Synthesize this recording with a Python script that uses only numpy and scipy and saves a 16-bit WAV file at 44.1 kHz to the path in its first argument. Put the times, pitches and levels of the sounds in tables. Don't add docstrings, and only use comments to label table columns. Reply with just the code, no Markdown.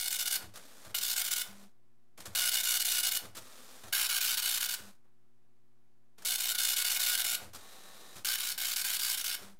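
import sys
import numpy as np
from scipy import signal
from scipy.fft import rfft, irfft
from scipy.io import wavfile
from scipy.ndimage import uniform_filter1d

SR = 44100
rng = np.random.default_rng(int(sys.argv[2]) if len(sys.argv) > 2 else 0)


def to_wav(s):
    ch = np.atleast_2d(s).T
    pcm = np.round(np.clip(ch, -1, 1) * 32767)
    wavfile.write(sys.argv[1], SR, pcm.astype(np.int16))


def ratio(d):
    e = np.asarray(d, float) / 20
    return 10 ** e


N = 422919
T = np.arange(N) / SR


def printed_columns():
    column_hz, letters_per_s = 1452.1, 60.4
    pass_starts = [-0.1108, 0.9439, 2.35, 3.9243, 6.2487, 8.2464]
    lines = [
        [3, 8, 4, 3, 2, 4],
        [9, 6, 9, 2, 10, 4, 4],
        [7, 9, 1, 10, 4, 8, 10, 3, 7],
    ]
    word_forces = [
        [-33, -33, -33, -32, -32, -32],
        [-33, -33, -32, -33, -30, -33],
        [-29, -30, -30, -30, -29.5, -30.5, -31],
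        [-30, -31, -31, -31.5, -31.5, -32, -33],
        [-30.5, -32, -32, -30, -30, -30, -29.5, -30, -31],
        [-32, -35, -58, -34, -33, -33, -33, -34, -35],
    ]
    looseness = [0.55, 0.65, 0.58, .75, .52, .9]
    t = np.arange(int(N / SR * column_hz)) / column_hz
    force, across, loose = np.zeros((3, len(t)))
    for k, (start, forces) in enumerate(zip(pass_starts, word_forces)):
        letters = strokes(lines[k // 2], forces)
        place = (t - start) * letters_per_s
        on = (place >= 0) & (place < len(letters))
        left, right = letters[place[on].astype(int)].T
        across[on] = place[on] % 1
        loose[on] = np.clip(looseness[k], 0, 1)
        force[on] = ratio(np.where(across[on] < .42, left, right))
    force *= ratio(-4.5 * np.clip(1 - across / .35, 0, 1))
    return t, force * (across < .79), across, loose


def strokes(words, forces):
    rows = []
    for size, force_db in zip(words, forces):
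        word = force_db + 1.1 * np.clip(rng.standard_normal((size, 2)), -1.6, 1.6)
        word[0, 0] += 1.1
        blank = [(force_db - 20, -90)]
        rows += [word, blank]
    return np.concatenate(rows)


def needle_blows(count=12):
    t, force, across, loose = printed_columns()
    column = np.arange(len(t))
    at = np.round(t * SR).astype(int)
    stroke = (column[:, None] + rng.integers(0, 8, count)) // 8
    chance = rng.random((len(t), count, 4))
    picked = chance[stroke, np.arange(count)]
    run = (picked[..., 0] < .5) & ((column[:, None] + (picked[..., 1] < .3)) % 2 == 0)
    upright = rng.random(len(t)) < .05 + .1 * (across < .12)
    firing = run | upright[:, None] & (chance[..., 2] < .42)
    load = uniform_filter1d(firing.mean(1), size=6) + .05
    blows = (force * (.3 / load) ** .5)[:, None] * firing
    alike = np.sqrt(1 - loose)[:, None] * np.sign(picked[..., 3] - .5)
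    varied = np.sqrt(loose)[:, None] * rng.standard_normal(run.shape)
    pushes, hits = np.zeros((2, count, N))
    pushes[:, at] = (blows * ratio(2.5 * rng.standard_normal(run.shape))).T
    hits[:, at] = (blows * (alike + varied)).T
    hits[0, at] += ratio(1.5) * force * upright * np.clip(rng.standard_normal(len(t)), -1.3, 1.3)
    return pushes.sum(0), hits


def needle_clatter(hits, stretch=4096):
    count = len(hits)
    u = np.arange(512) / SR
    dying_s = np.array([.0004] + [.0016] * (count - 1))[:, None]
    clatter = np.zeros(N + 512)
    for first in range(0, N, stretch):
        rattle = rng.standard_normal((count, len(u))) * np.exp(-u / dying_s)
        blows = hits[:, first:first + stretch]
        if not blows.any():
            continue
        rattle /= np.linalg.norm(rattle, axis=1, keepdims=True)
        part = signal.fftconvolve(blows, rattle, axes=1).sum(0)
        clatter[first:first + len(part)] += part
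    return clatter[:N]


def platen_and_lid(push, clatter):
    # [f/Hz, width/Hz, level/dB]
    platen = [(700, 90, -26), (1514, 110, -17), (2210, 150, -10), (2940, 130, -6.5), (4030, 90, -7.5),
              (5740, 150, -18.5), (9080, 150, -16.5), (10170, 200, -14), (3650, 120, -9)]
    # [f/Hz, width/Hz, level/dB]
    lid = [(1610, 140, -3.5), (2560, 110, -9.5), (3130, 220, -1.5), (4030, 200, -7), (4620, 200, -3),
           (5560, 250, -4)]
    # [t/s, low ring level/dB, high ring level/dB, lid level/dB]
    place = [
        [(0.0, -5.5, -10, -14), (0.38, -11, -12, -11)],
        [(0.95, -11, -20, -14), (1.43, -6, -9, -10)],
        [(2.35, -6, -8, -8), (3.18, -15, -7.5, -15)],
        [(3.93, -8, -17, -1), (4.76, -13, -10, -8)],
        [(6.25, -10, -12.5, -11), (7.36, -5.5, -10.5, -6)],
        [(8.25, -10, -18, -4.5), (9.36, -10, -12, -6)],
    ]
    stiff = signal.sosfilt(signal.butter(2, 1000, "high", fs=SR, output="sos"), clatter)
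    u, out = T[:4096], np.zeros(N)
    for column, modes, drive in ((1, platen[:3], push), (2, platen[3:], push), (3, lid, stiff)):
        body = sum(ratio(db) * ring(u, hz, width) * np.sqrt(width / SR) for hz, width, db in modes)
        out += signal.oaconvolve(drive * ratio(10.5 + curve(place, column=column, rest=0)), body)[:N]
    return out


def print_head():
    # [f/Hz, level/dB per Hz]
    needle_colour = [(250, -36), (624, -25), (689, -14.5), (1020, -12.5), (1280, -19), (1510, -7.5),
                     (1970, -8), (2210, -5), (2700, -4), (2930, -4.5), (3400, 1.5), (14500, -0.7),
                     (16000, -5)]
    push, hits = needle_blows()
    clatter = needle_clatter(hits)
    out = ratio(10.3) * coloured(clatter, needle_colour, 1300, 20000) + platen_and_lid(push, clatter)
    return signal.sosfilt(signal.butter(4, 400, "high", fs=SR, output="sos"), out)


def room(x):
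    # [f/Hz, t/s]
    tail_times = [(500, 0.74), (1500, 0.36), (3500, 0.26), (9000, 0.21), (15000, 0.2)]
    hz, t, z = signal.stft(rng.standard_normal((3, SR // 2)), SR, nperseg=128)
    tails = signal.istft(z * ratio(-60 * t / read(tail_times, hz)[:, None]), SR, nperseg=128)[1]
    turn = np.sqrt(2 / 3) * np.cos(np.pi * (7.3 * T + np.arange(3)[:, None] / 3))
    return signal.oaconvolve(x * turn, tails / np.linalg.norm(tails[0]), axes=1)[:, :N].sum(0)


def carriage_slide():
    # [start t/s, end t/s]
    printing_spans = [(0, .38), (.95, 1.43), (2.35, 3.18), (3.93, 4.76), (6.25, 7.36), (8.25, 9.36)]
    # [f/Hz, level/dB per Hz]
    hiss_colour = [(710, -30), (1200, -2), (2150, -9.5), (3740, -3.5), (4310, -5.5), (8720, -6.5),
                   (14700, -12), (16000, -19)]
    # [f/Hz, level/dB per Hz]
    rattle_colour = [(88, -36), (150, -6.5), (194, 1.5), (322, -4), (367, -1), (522, 0.5), (827, -1.5),
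                     (2500, -10), (3250, -37.5), (5500, -120)]
    # [f/Hz, width/Hz, level/dB]
    case_modes = [(100, 30, -79), (183, 45, -74)]
    roughness = evened(uniform_filter1d(rng.standard_normal(N), 150))
    grain = rng.standard_normal((3, N)) * ratio(1.4 * roughness)
    printing = sum(moving(*span) for span in printing_spans)
    out = ratio(-2.5) * motion(column=1, knock_fall=430) * coloured(grain[0], hiss_colour, 2000, 17000)
    belt = ratio(-2.3) * motion(column=2, knock_fall=200) + ratio(-68) * printing
    out += belt * coloured(grain[1], rattle_colour, 150, 1400)
    for hz, width, db in case_modes:
        shaken = signal.oaconvolve(np.gradient(grain[2]), ring(T[:8192], hz, width))[:N]
        out += ratio(db) * printing * evened(shaken)
    return out


def motion(column, knock_fall):
    # [start t/s, end t/s, rail hiss level/dB, belt rattle level/dB]
    runs = [(0.54, 0.9, -57, -62), (1.46, 1.64, -60, -62), (2.178, 2.34, -60, -62), (3.35, 3.885, -55, -61),
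            (4.79, 4.89, -57, -61), (6.18, 6.245, -63, -63), (7.535, 8.205, -55, -60),
            (9.39, 9.5, -59, -60)]
    # [t/s, rail hiss level/dB, belt rattle level/dB]
    brakes = [(0.43, -50, -52), (1.47, -50, -59), (3.25, -51, -51), (4.8, -52, -60), (7.435, -50, -50),
              (9.43, -52, -55)]
    # [t/s, rail hiss level/dB, belt rattle level/dB]
    knocks = [(0.54, -54, -57), (0.559, -43, -54), (0.85, -48, -54), (0.9, -53, -55), (2.178, -50, -54),
              (2.204, -45, -56), (2.258, -40, -51), (3.354, -44, -55), (3.37, -41, -52), (3.838, -50, -51),
              (3.882, -50, -58), (5.045, -80, -74), (6.184, -55.5, -64), (6.222, -52, -60),
              (7.535, -49, -60), (7.549, -42, -53), (8.158, -44, -56), (8.175, -47, -55)]
    power = sum(swell(row[0], row[1], row[1 + column], 6000, 280) for row in runs)
    power = power + sum(swell(row[0], row[0], row[column], 150, 210) for row in brakes)
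    power = power + sum(swell(row[0], row[0], row[column], 5000, knock_fall) for row in knocks)
    return np.interp(T, T[::32], np.sqrt(power))


def case_rocking():
    # [t/s, peak level/dB]
    lurches = [(0.434, -45), (0.474, -49), (0.866, -48), (1.482, -55), (2.187, -56), (2.272, -44),
               (3.234, -49), (3.289, -53), (3.379, -52), (3.84, -48.5), (4.799, -52), (6.189, -72),
               (7.419, -48), (7.469, -49), (7.539, -52), (8.154, -51), (9.409, -54)]
    out = np.zeros(N)
    for s, db in lurches:
        part = out[round(s * SR):][:SR // 2]
        u = T[:len(part)]
        rock = ring(u, 86, 8.5) + ring(u, 106, 7.5)
        rock += .9 * ring(u, 195, 16) + .9 * ring(u, 325, 20) + .3 * ring(u, 600, 25)
        part += ratio(db - 2.8) * rock * (1 - np.exp(-u / .009))
    return out


def stepper_whine():
    # [start t/s, end t/s, step f/Hz, list of (multiple, level/dB)]
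    returns = [
        (0.623, 0.847, 272.3, [(1, -67), (2, -74)]),
        (3.425, 3.817, 255, [(1, -66), (2, -68), (5, -76)]),
        (7.603, 8.148, 257.5, [(1, -88), (3, -66), (4.32, -66), (7, -67), (8, -84.5), (14, -67), (15, -63), (16, -68)]),
    ]
    pulley_hz, pulley_db, pulley_lag_s = 7.7, 6, .045
    out = np.zeros(N)
    waver = ratio(-2.0 + 1.3 * evened(uniform_filter1d(rng.standard_normal(N), 3000)))
    for start, end, step_hz, orders in returns:
        on = slice(round(start * SR) - 900, round(end * SR) + 900)
        t = T[on]
        throb = ratio(pulley_db * np.cos(2 * np.pi * pulley_hz * (t - start - pulley_lag_s)) - 3)
        whine = np.zeros(len(t))
        for k, db in orders:
            tone = np.sin(2 * np.pi * k * step_hz * t + k * k)
            whine += ratio(db) * (throb if k < 6 else 1) * tone
        out[on] += (moving(start, end) * waver)[on] * whine
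    return out


def paper_feed():
    # [start t/s, end t/s, motor f/Hz, level/dB]
    feeds = [
        (1.488, 1.68, 200.3, -59.5),
        (4.825, 4.918, 200.5, -60),
        (9.43, 9.55, 198, -60.5),
    ]
    return sum(np.sqrt(2) * ratio(db) * moving(start, end) * np.sin(2 * np.pi * hz * T)
               for start, end, hz, db in feeds)


def background():
    # [f/Hz, level/dB]
    hum_tones = [(120, -80), (240, -81.5), (360, -83), (720, -92.5)]
    # [f/Hz, level/dB per Hz]
    air_colour = [(30, -2), (70, 6.5), (200, 8.5), (500, 2), (1200, 0), (3000, -8.5), (16000, -15.5)]
    hum = sum(np.sqrt(2) * ratio(db) * np.sin(2 * np.pi * hz * T + hz) for hz, db in hum_tones)
    return hum + ratio(-81.5) * coloured(rng.standard_normal(N), air_colour, 330, 16000)


def evened(x):
    return x / np.sqrt(np.mean(x ** 2) + 1e-20)


def read(points, hz):
    f, value = np.transpose(points)
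    return np.interp(np.log(hz + 1), np.log(f + 1), value)


def curve(tables, column, rest):
    out = np.full(N, rest, float)
    for rows in map(np.array, tables):
        on = (T >= rows[0, 0]) & (T <= rows[-1, 0] + .025)
        out[on] = np.interp(T[on], rows[:, 0], rows[:, column])
    return uniform_filter1d(out, size=60)


def coloured(x, points, lo_hz=20, hi_hz=16000):
    hz = np.fft.rfftfreq(len(x), 1 / SR)
    gain = ratio(read(points, hz))
    in_band = (hz > lo_hz) * (hz < hi_hz)
    return irfft(rfft(x) * gain / np.sqrt(np.mean(gain ** 2 * in_band)), len(x))


def ring(t, hz, width):
    return np.sin(2 * np.pi * hz * t) * np.exp(-np.pi * width * t)


def moving(start, end):
    return uniform_filter1d(1. * (T > start) * (T < end), size=900)


def swell(start, end, db, rise, fall):
    t = T[::32]
    return ratio(db - rise * np.clip(start - t, 0, 1) - fall * np.clip(t - end, 0, 1)) ** 2


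def scene():
    head = print_head()
    carriage = carriage_slide() + case_rocking() + stepper_whine()
    return (head + ratio(-6) * room(head) + carriage + paper_feed() + background())[None]


def top_cut(x):
    return signal.sosfilt(signal.butter(12, 16660, fs=SR, output="sos"), x)


def record(dry):
    edge = signal.firwin(601, 15820, window=("kaiser", 8), fs=SR)
    mix = signal.oaconvolve(dry, edge[None], "same") - .0026
    return top_cut(mix)


dry = scene()
out = record(dry)
to_wav(out)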